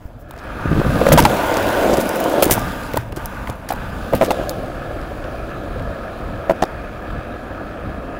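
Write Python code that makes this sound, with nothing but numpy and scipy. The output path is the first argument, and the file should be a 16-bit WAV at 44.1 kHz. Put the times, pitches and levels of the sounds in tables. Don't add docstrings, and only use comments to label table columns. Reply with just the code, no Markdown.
import sys
import numpy as np
from scipy import signal
from scipy.fft import rfft, irfft
from scipy.io import wavfile
from scipy.ndimage import uniform_filter1d

SR = 44100
rng = np.random.default_rng(int(sys.argv[2]) if len(sys.argv) > 2 else 0)


def field_ratio(decibels):
    return 10 ** (np.asarray(decibels, dtype=float) / 20)


def generate_wav(sig):
    pcm = np.round(np.clip(np.atleast_2d(sig).T, -1, 1) * 32767).astype(np.int16)
    wavfile.write(sys.argv[1], SR, pcm)


N = 361179


def evened(x):
    return x / np.sqrt(np.mean(x ** 2) + 1e-20)


def add(mix, start_s, sound):
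    part = mix[round(start_s * SR):][:len(sound)]
    part += sound[:len(part)]


def curves(rows):
    time_s, *columns = np.transpose(rows)
    return [np.interp(np.arange(N) / SR, time_s, column) for column in columns]


def humps(rows):
    t = np.arange(0, N + 64, 64) / SR
    level_db = sum(db * np.exp(-((t - centre_s) / half_s) ** 4) for centre_s, half_s, db in rows)
    return np.interp(np.arange(N) / SR, t, level_db)


def louder(rows, gain_db):
    return [(start_s, level_db + gain_db, *tone) for start_s, level_db, *tone in rows]


def colour(x, points):
    hz = np.fft.rfftfreq(len(x), 1 / SR)
    point_hz, point_db = np.transpose(points)
    gain_db = np.interp(np.log(hz + 1), np.log(point_hz + 1), point_db, -90, -90)
    return evened(irfft(rfft(x) * field_ratio(gain_db), len(x)))


def ring(x, modes):
    out = 0
    for k, (hz, width_hz, level_db) in enumerate(modes):
        b, a = signal.iirpeak(hz, hz / (2.0 * width_hz), SR)
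        mode = signal.lfilter(b, a, signal.lfilter(b, a, x))
        out = out + (-1) ** k * field_ratio(level_db) * evened(mode)
    return evened(out)


def wander(seconds):
    width = max(round(seconds * SR), 2)
    return evened(uniform_filter1d(uniform_filter1d(rng.standard_normal(N), width), width))


def blend(share, a, b):
    turn = np.clip(share, 0, 1) * np.pi / 2
    return np.cos(turn) * a + np.sin(turn) * b


def patchy(x, depth_db):
    z = signal.stft(x, nperseg=512)[2]
    chance = uniform_filter1d(rng.standard_normal(z.shape), 7, 0)
    patches = evened(uniform_filter1d(chance, 16, 1))
    return evened(signal.istft(z * field_ratio(depth_db * patches), nperseg=512)[1][:N])


def ground(per_s, spread_db, bumpy_db):
    grains = (rng.random(N) < per_s / SR) * field_ratio(spread_db * np.minimum(rng.exponential(1, N), 4))
    texture = rng.standard_normal(N) * (1 + .5 * evened(grains))
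    return evened(texture * field_ratio(bumpy_db * wander(0.0098)))


# time_s, wheel_load_db, roughness_db, hollow_panel_0_1, mic_near_board_0_1
RIDE = [(0, -51, 2.5, 0.1, 0.95), (.29, -47, 4, 0.06, 0.24), (.41, -37, -1, 0.13, 0.4),
        (.66, -28, -1, 0.64, 0.4), (.86, -26.5, 4.5, 0.78, 0.47), (1.19, -24.5, 8.5, 0.7, 0.75),
        (1.46, -21, 0.5, 0.16, 0.88), (1.82, -22.5, 3, 0.25, 0.94), (2.05, -25.5, 3, 0.45, 1),
        (2.44, -28, 9.5, 0.04, 0.55), (2.6, -27.5, 3, 0.76, 1), (2.9, -31.5, 0, 0.7, 1),
        (3.5, -33, -4, 0.55, 0.85), (3.85, -32, -1, 0.5, 0.63), (4.17, -36.5, 9.5, 0.95, 0.52),
        (4.33, -34, 12.5, 0.18, 0.27), (4.7, -34.5, 4.5, 0.23, 0.28), (8.19, -35, 4.5, 0.48, 0.25)]
# centre_s, half_length_s, level_db
ROUGH = [
    (1.91, 0.1, 5),
    (2.1, 0.052, 0.5),
    (4.4, 0.026, 6.5),
    (7.4, 0.28, -1),
    (3, 0.19, -0.5),
    (6.85, 0.24, -3),
    (2.33, 0.16, 0.5),
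    (4.39, .055, -7),
    (.8, .15, -1),
]
# centre_s, half_length_s, level_db
LIFTS = [
    (3.073, 0.059, -7.5),
    (3.147, 0.018, -10.5),
    (3.626, 0.092, -5.5),
    (.44, .03, 1.5),
    (2.5, .09, 2.5),
    (.2, .1, -2),
    (3.11, .012, -6),
]
# pitch_hz, width_hz, level_db
DECK_CONCRETE = [(283.3, 42.5, -4.5), (326, 70, -2.5), (560, 116, 1), (727, 88, -3), (1071, 24, -15.5)]
DECK_RAMP = [(184.4, 41, -3), (279, 91, 0.5), (352, 64, -7), (500, 188, 1), (794, 52, -13.5),
             (920, 160, -13)]
# pitch_hz, width_hz, level_db
WHEEL_FAR = [(1282, 160, 3), (1682, 104, -1), (1930, 490, -10.5), (2545, 260, -11), (3160, 190, -17.5),
             (4400, 1500, -22.5)]
WHEEL_NEAR = [(903, 104, 5.5), (1182, 18, -6.5), (1445, 79, 4), (1660, 800, -0.5), (2144, 520, -0.5),
              (2575, 290, -7), (3320, 680, -19)]
WHEEL_PANEL = [(1213, 58, 0), (1533, 137, 2), (1570, 350, -4.5), (2630, 160, -13.5)]
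# pitch_hz, level_db_per_hz
GRIT_FAR = [(2060, -4.5), (3800, -5), (5140, -15), (7900, -18), (11300, -16.5), (12900, -23), (15500, -13),
            (16200, -24)]
GRIT_NEAR = [(2060, -0.5), (3500, -1), (4500, -9), (9330, -11.5), (10900, -8.5), (13700, -11.5),
             (15100, -6), (16200, -13)]
# pitch_hz, level_db
SHADING = [(4300, 0), (4950, 4), (5250, 0.5), (7400, 1), (7900, -1), (11700, 0), (12100, -1.5), (14200, -2)]


def rolling():
    load_db, rough_db, hollow, near = curves(RIDE)
    cruise_db, coast_db_per_s, coast_start_s = -34.5, -1.55, 4.7
    coast_db = coast_db_per_s * np.maximum(np.arange(N) / SR - coast_start_s, 0)
    lift_db = humps(LIFTS)
    grit_db = -53 + 0.99 * (load_db - cruise_db) + 0.84 * rough_db + 9.5 * (near - .2) + coast_db
    low, mid, high = ground(400, 0.82, 0.91), ground(600, 1.8, 0.57), ground(500, 0.71, 0.16)
    deck = blend(hollow, ring(low, DECK_CONCRETE), ring(ground(200, 2.0, 2.1), DECK_RAMP))
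    wheel = blend(near, ring(mid, WHEEL_FAR), ring(mid[::-1], WHEEL_NEAR))
    wheel = blend(hollow ** 2, wheel, ring(np.roll(mid, SR), WHEEL_PANEL))
    wheel = patchy(wheel, 1.35)
    grit = patchy(blend(near, colour(high, GRIT_FAR), colour(high[::-1], GRIT_NEAR)), 1.44)
    grit = colour(grit, [(1000, 0)] + SHADING + [(17000, 0)])
    out = field_ratio(load_db + rough_db + humps(ROUGH)) * deck
    out += field_ratio(load_db - 1.5 + 1.04 * lift_db) * wheel
    return out + field_ratio(grit_db + lift_db) * grit


# centre_s, half_length_s, level_db
GUSTS = [(.25, 0.098, -4), (.07, 0.087, -6), (.8, 0.2, 11.5), (1.15, 0.13, 15), (1.6, 0.41, 5.5),
         (2.2, 0.37, -3), (2.55, 0.13, 8), (2.99, 0.18, 3), (3.45, 0.2, 4.5), (3.65, 0.093, -5),
         (3.88, 0.17, 5.5), (4.15, 0.026, 12.5), (4.7, 0.58, 4.5), (5.6, 0.18, 4), (5.82, 0.13, 8),
         (6.3, 0.12, 7.5), (6.65, 0.052, -6), (7.14, 0.063, 9), (7.9, 0.105, 4.5)]
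# pitch_hz, level_db_per_hz
BUFFET = [(8.8, -31), (15, -3.5), (48, 4), (113, -1), (200, -10), (260, -7.5), (340, -47), (570, -120)]


def wind():
    wind_db = -34 + humps(GUSTS) + 0.81 * wander(0.035)
    return field_ratio(wind_db) * colour(rng.standard_normal(N), BUFFET)


# start_s, level_db, pitch_hz, t60_s
BOOMS = [(0.054, -13, 61.4, 0.036), (0.655, -9.5, 155, 0.039), (0.711, -12.5, 156.6, 0.2),
         (0.753, -11, 119, 0.11), (0.791, -10, 139.6, 0.11), (0.891, -12, 130, 0.11),
         (1.122, -3, 157, 0.29), (1.201, -14, 130.3, 0.46), (2.511, -23, 118, 0.82),
         (2.979, -18, 114.7, 0.36), (3.13, -40, 117, 0.24), (3.496, -17, 117, 0.13)]


def booms():
    out, t = np.zeros(N), np.arange(SR // 2) / SR
    for start_s, level_db, pitch_hz, t60_s in BOOMS:
        add(out, start_s, field_ratio(level_db - 60 * t / t60_s) * np.sin(2 * np.pi * pitch_hz * t))
    return out


# centre_s, length_s, level_db
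SHUFFLES = [
    (.06, 0.026, -61),
    (0.212, .02, -55.5),
    (.295, .008, -58),
]
# pitch_hz, level_db_per_hz
SHUFFLE_COLOUR = [(4000, -10), (5500, -5), (9000, -9), (13500, 0), (16500, 0)]


def shuffles():
    t = np.arange(N) / SR
    swell = sum(field_ratio(level_db) * np.exp(-((t - centre_s) / length_s) ** 2)
                for centre_s, length_s, level_db in SHUFFLES)
    return swell * colour(ground(300, 3.5, 2.5), SHUFFLE_COLOUR)


# start_s, level_db, mid_over_level_db, brightness_db_per_octave
TICKS = [(0.309, -31, 5, 8), (.3361, -45, -2, -3), (.363, -45, -3, -8), (1.088, -15, 3, -4),
         (1.122, -7, 4, 4), (1.1367, -10, 6, -1), (1.224, -15, -9, -11), (1.238, -19, 0, -8),
         (1.541, -23.5, 2, -7), (1.569, -19, 4, -8), (2.0917, -15, -17, 0), (2.2404, -19.5, -7, 2),
         (2.4423, -9, -6, 7), (2.454, -11, -2, 5), (2.4784, -27, -3, -3), (2.5016, -16, -16, 7),
         (2.5927, -24, -2, -1), (2.9352, -25.5, 11, 4), (2.9714, -15, 3.5, 4), (3.123, -33.5, 12, 4),
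         (3.258, -15, -28, 1), (3.724, -19.5, 3.5, 12), (4.133, -26, -2, 6), (4.1497, -19, 6, 3),
         (4.4942, -12, -26, -4), (5.0133, -39, 12, -11), (5.241, -36, 9, -25), (5.7948, -45, 19, -9),
         (6.636, -26.5, 16, -3), (6.6519, -36, 0, -11)]
BOLT_TICKS = [(0.3991, -48, 0, -2), (0.4385, -51, 0, -2), (1.0678, -24, 0, -2), (1.1468, -29, 0, -8),
              (1.1804, -10, 0, -2), (1.1861, -10, 0, -2), (1.2016, -10, 8, -2), (1.2139, -27, 0, -5),
              (1.253, -8.5, 5, -4), (1.262, -26, 0, -2), (3.4666, -46, 0, -2), (3.4736, -36, 3, 1),
              (3.4828, -42, 0, -2), (3.498, -29.5, 4, -3), (3.5033, -35, 0, -2), (3.6885, -23, -4, -4),
              (3.698, -37, -2, -2), (3.706, -27, -2, 0), (3.711, -29, -2, 0), (3.7348, -33, 0, -2),
              (3.7492, -45, 0, -2), (3.7598, -40, 0, -2), (4.2207, -31, 0, -2), (4.2298, -29, 0, -2),
              (4.2357, -27, 0, -2), (4.2478, -25, 0, -5), (4.2612, -30, 0, -2), (4.2717, -38, 0, -2),
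              (5.8228, -44, 0, -6)]
PLATE_TICKS = [(2.4298, -10, -10, -1), (2.4361, -20, -8, 3), (2.4628, -36, -8, 3), (2.4689, -31, -8, 3),
               (2.4897, -30, -8, 3), (2.521, -15, -10, 5), (2.526, -11, -8, 4), (2.531, -8, -5, 6),
               (2.5376, -9, -5, 4), (2.5446, -19, -6, 3), (2.551, -23, -10, 3), (2.5589, -26, -8, 3),
               (2.5652, -34, -8, 3), (2.5812, -27, -8, 3), (2.6032, -34, -8, 3)]
# pitch_hz, level_db_per_hz
CLATTER = [(2200, -9), (3600, -10), (5200, -1), (10000, 0.5), (15300, 1), (16500, 8)]


def ticks():
    tick_t60_s, plate_db, snap_db, snap_s = 0.0125, 1.5, 5, 0.00032
    out, t = np.zeros(N), np.arange(2048) / SR
    rows = chatter() + TICKS + BOLT_TICKS + louder(PLATE_TICKS, plate_db)
    clicks = [(*row, tick_t60_s * field_ratio(0.3 * min(row[2], 0)), 0.079) for row in rows]
    clicks += scrapes()
    noise = rng.standard_normal((len(clicks), 2, 2048))
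    mid_band = signal.butter(2, [1500, 4000], "bandpass", fs=SR, output="sos")
    for (start_s, level_db, mid_db, bright_db, t60_s, rise), (a, b) in zip(clicks, noise):
        if level_db < -90:
            continue
        tilted = [(hz, db + bright_db * np.clip(np.log2(hz / 9000), -1.2, .8)) for hz, db in CLATTER]
        burst = field_ratio(level_db + 5.0) * colour(a, tilted)
        burst += field_ratio(level_db + mid_db - 5.0) * evened(signal.sosfilt(mid_band, b))
        decay = field_ratio(snap_db * np.exp(-t / snap_s) - 60 * t / t60_s)
        add(out, start_s, burst * decay * (1 - np.exp(-t / (rise * t60_s))))
    return out


# start_s, length_s, level_db, mid_over_level_db, brightness_db_per_octave
RATTLES = [(.3776, .004, -42, -5, -8), (0.387, 0.0092, -37.5, 1, -20), (1.126, 0.012, -6, 2, 0.5),
           (1.176, 0.008, -13, 12, -10), (1.192, 0.011, -10, 4, 1), (1.2505, 0.005, -13, 9, -6),
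           (1.898, .03, -33, -10, -8), (1.932, 0.016, -21, -10, -7), (2.004, 0.019, -22, -8, -3),
           (2.297, 0.046, -27, -12, 2), (1.971, 0.01, -19, -13, -5), (2.157, 0.014, -23, -11, 3),
           (2.201, 0.007, -19, -15, 5), (2.424, 0.013, -5.5, 5.5, 3.5), (2.509, 0.014, -3.5, 2, 2),
           (2.513, 0.0054, -3, -7, 11), (2.958, .01, -28, 5, 5), (3.162, 0.014, -29, 4, -6),
           (3.48, .02, -40, 5, 2), (3.69, 0.023, -27.5, 12, -9), (4.155, 0.024, -27, 9.5, 6),
           (4.211, 0.033, -28, 7, -2), (4.245, 0.022, -27, 12, -3), (4.306, 0.012, -22, 11.5, -2),
           (4.501, 0.012, -28, 0, 11), (6.494, 0.022, -34.5, 6, -2), (6.622, .006, -23, 9, -14)]


def chatter(count=12):
    gap_s, fade_db, spread_db = 0.0042, -3, 9.5
    luck = rng.random((len(RATTLES), 2, count))
    rows = []
    for (start_s, length_s, peak_db, mid_db, bright_db), (gaps, sizes) in zip(RATTLES, luck):
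        after_s = gap_s * np.append(0, np.cumsum(.5 + gaps[1:]))
        level_db = peak_db + fade_db * (after_s / length_s) ** 5.9 - spread_db * sizes * (after_s > 0)
        level_db = np.maximum(level_db, -120)
        rows += [(start_s + a, db, mid_db, bright_db) for a, db in zip(after_s, level_db)]
    return rows


def scrapes():
    scrape_db, t60_per_length, rise_share = -10, 2.1, .15
    return [(start_s, level_db + scrape_db, mid_db, bright_db, min(t60_per_length * length_s, .07), rise_share)
            for start_s, length_s, level_db, mid_db, bright_db in RATTLES]


# ratio_to_ring, level_db
KNOCK_MODES = [(.4, -6), (0.629, -5), (1, 4), (1.621, -6), (2.35, -13), (3.8, -33)]


def knocks(rows):
    out, t = np.zeros(N), np.arange(3000) / SR
    chance = rng.random((len(rows), len(KNOCK_MODES)))
    crunch_band = signal.butter(2, [250, 1800], "bandpass", fs=SR, output="sos")
    crunches = signal.sosfilt(crunch_band, rng.standard_normal((len(rows), 3000)))
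    ratios, mode_db = np.transpose(KNOCK_MODES)
    for (start_s, level_db, pitch_hz, t60_s), luck, crunch in zip(rows, chance, crunches):
        detune = np.where(ratios == 1, 1, 0.863 + 0.23 * luck)
        modes = sum(field_ratio(db) * np.sin(2 * np.pi * hz * t) for hz, db in zip(pitch_hz * ratios * detune, mode_db))
        body = modes + field_ratio(-16.5) * evened(crunch)
        swell = 1 - np.exp(-t / (0.049 * t60_s))
        choke_db = -60 * (t / (0.39 * t60_s)) ** 1.725
        add(out, start_s, field_ratio(level_db + 3.0 + choke_db) * body * swell)
    return out


# start_s, level_db, pitch_hz, t60_s
EXTRA_KNOCKS = [(0.309, -29, 920, 0.019), (.337, -29.5, 704, 0.033), (0.728, -10, 258, 0.048),
                (0.775, -11, 252, 0.057), (0.926, -19, 260, 0.026), (1.102, -11, 225, 0.079),
                (1.143, -3, 250, 0.035), (1.155, -9, 217, 0.073), (1.203, -3.5, 240, 0.039),
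                (1.402, -31, 260, 0.035), (1.57, -9, 560, 0.037), (2.35, -16, 560, 0.13), (2.465, -6, 293, 0.034),
                (2.972, -12, 920, 0.044), (3.128, -20, 400, 0.02), (3.4727, -22, 2020, 0.015),
                (4.145, -18, 313, 0.018), (4.232, -10.5, 302, 0.052), (4.397, -14, 576, 0.022),
                (4.912, -24.5, 630, .03), (5.96, -33, 615, 0.015), (6.499, -24, 333, 0.025),
                (6.506, -19, 320, 0.089), (6.624, -13, 330, 0.023), (6.634, -12.5, 350, 0.039),
                (4.306, -21, 2680, .02)]
SHUDDERS = [(.62, -20, 190, .04), (.677, -15, 170, .045), (.694, -19, 200, .04), (.7535, -8, 150, .045),
            (.7725, -10, 190, .04), (.788, -8, 170, .04), (.7975, -8, 200, .04), (.806, -13, 170, .04),
            (.845, -16, 200, .04), (.864, -9, 170, .045), (.894, -9, 150, .05), (.929, -10, 180, .045),
            (.945, -14, 170, .04), (.963, -11, 160, .045), (.99, -12, 150, .045)]
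KNOCKS = [(0.6574, -10.5, 328, 0.024), (0.7155, -9, 324, 0.028), (0.764, -13, 376, 0.026),
          (0.7955, -11.5, 327, 0.054), (0.8154, -7, 520, 0.017), (0.866, -15, 270, 0.029),
          (1.0127, -4, 492, 0.048), (1.0658, 3, 534, 0.03), (1.0854, -4, 560, 0.042),
          (1.1748, 2, 626, 0.028), (1.1815, 0, 950, 0.025), (1.1886, 0, 937, 0.055),
          (1.8565, -13, 580, 0.049), (1.981, -8.5, 362, 0.047), (2.257, -9.5, 540, 0.044),
          (2.3378, -14, 560, 0.028), (2.38, -9, 550, 0.046), (2.4236, 0, 560, 0.047),
          (2.4962, -8, 764, 0.018), (2.513, -3, 320, 0.022), (2.5774, -11, 786, 0.027),
          (2.942, -10.5, 482, 0.024), (2.9673, -12.5, 575, 0.036), (3.1717, -17, 318, 0.034),
          (3.4753, -22, 960, 0.022), (3.4924, -16.5, 622, 0.016), (3.4993, -16, 497, 0.012),
          (3.762, -26, 900, 0.034), (4.2113, -0.5, 614, 0.031), (4.2204, -1, 624, 0.027),
          (4.228, -5, 580, 0.033), (4.237, -11, 560, 0.029), (4.3055, -7.5, 700, 0.023),
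          (4.3128, -7, 805, 0.02), (4.309, -11, 500, 0.029), (4.124, -15, 480, 0.067),
          (4.277, -18.5, 457, 0.12), (4.505, -22, 538, 0.1), (5.758, -22.5, 510, 0.052)]
NUDGES = [(0.901, -9, 592, 0.04), (0.956, -8, 546, 0.04), (4.342, -16, 606, 0.04), (4.356, -15, 463, 0.04),
          (4.37, -16, 495, 0.04), (4.411, -17, 614, 0.04), (4.424, -18, 619, 0.04), (4.436, -16, 600, 0.04),
          (4.458, -23, 690, 0.049), (4.53, -18, 680, 0.036), (4.7, -24, 670, 0.044),
          (5.118, -17, 600, 0.04), (5.247, -21, 573, 0.04), (5.345, -26, 577, 0.047),
          (5.801, -17.5, 573, 0.047), (6.115, -21, 620, 0.04), (6.438, -20, 614, 0.051),
          (7.339, -19, 540, 0.036), (7.611, -21, 544, 0.04)]
PATS = [(1.321, -21, 550, 0.036), (1.432, -15, 690, 0.077), (1.513, -9, 505, 0.044),
        (1.629, -12.5, 573, 0.031), (1.69, -13, 570, 0.044), (1.749, -9.5, 530, 0.031),
        (1.84, -11.5, 560, 0.047), (1.865, -13, 600, 0.028), (1.895, -4, 540, 0.043),
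        (1.911, -10.5, 555, 0.065), (1.933, -2, 365, 0.033), (2.031, -20, 554, 0.04),
        (2.058, -19, 624, 0.048), (2.131, -26, 619, 0.034), (2.161, -14, 511, 0.043),
        (2.227, -15, 530, 0.036), (2.283, -10, 573, 0.031), (2.394, -15, 600, 0.035)]


def blows():
    rows = EXTRA_KNOCKS + louder(SHUDDERS, -3) + KNOCKS
    return rows + louder(NUDGES, -6.5) + rebounds() + louder(PATS, -3.5)


# start_s, level_db, pitch_hz, rebound_gap_s, first_rebound_loss_db
SEAMS = [
    (1.118, 6, 568, 0.016, -6),
    (1.2517, 10.5, 900, .0094, -14),
    (3.7044, -10, 750, 0.015, -4),
    (4.1335, -4, 572, 0.0074, -4),
    (6.496, -1, 610, 0.0108, -3.5),
    (6.6238, -3.5, 713, 0.011, -6),
]


def rebounds(count=4):
    cycles, steepen, detune = 21, 2.1, 0.13
    luck = rng.uniform(-1, 1, (len(SEAMS), count))
    rows = []
    for (start_s, level_db, pitch_hz, gap_s, loss_db), u in zip(SEAMS, luck):
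        for k in range(count):
            ring_hz = pitch_hz * (1 + detune * u[k] * (k > 0))
            rows.append((start_s + k * gap_s, level_db + loss_db * k ** steepen, ring_hz, cycles / pitch_hz))
    return rows


def scene():
    steady = rolling() + wind() + booms() + shuffles()
    hits = ticks() - knocks(blows())
    bounce = field_ratio(-20.0) * np.roll(hits, 260)
    return (steady + hits + bounce)[None]


def top_cut(x):
    return signal.sosfilt(signal.butter(12, 16950, fs=SR, output="sos"), x)


def record(dry):
    ceiling, knee = .72, 9.
    clipped = dry / (1 + abs(dry / ceiling) ** knee) ** (1 / knee)
    edge_hz = [0, 15680, 15950, 16300, 16700, SR / 2]
    edge = signal.firwin2(601, edge_hz, [1, 1, .005, .05, 0, 0], fs=SR)
    return top_cut(signal.oaconvolve(clipped, edge[None], "same"))


dry = scene()
out = record(dry)
generate_wav(out)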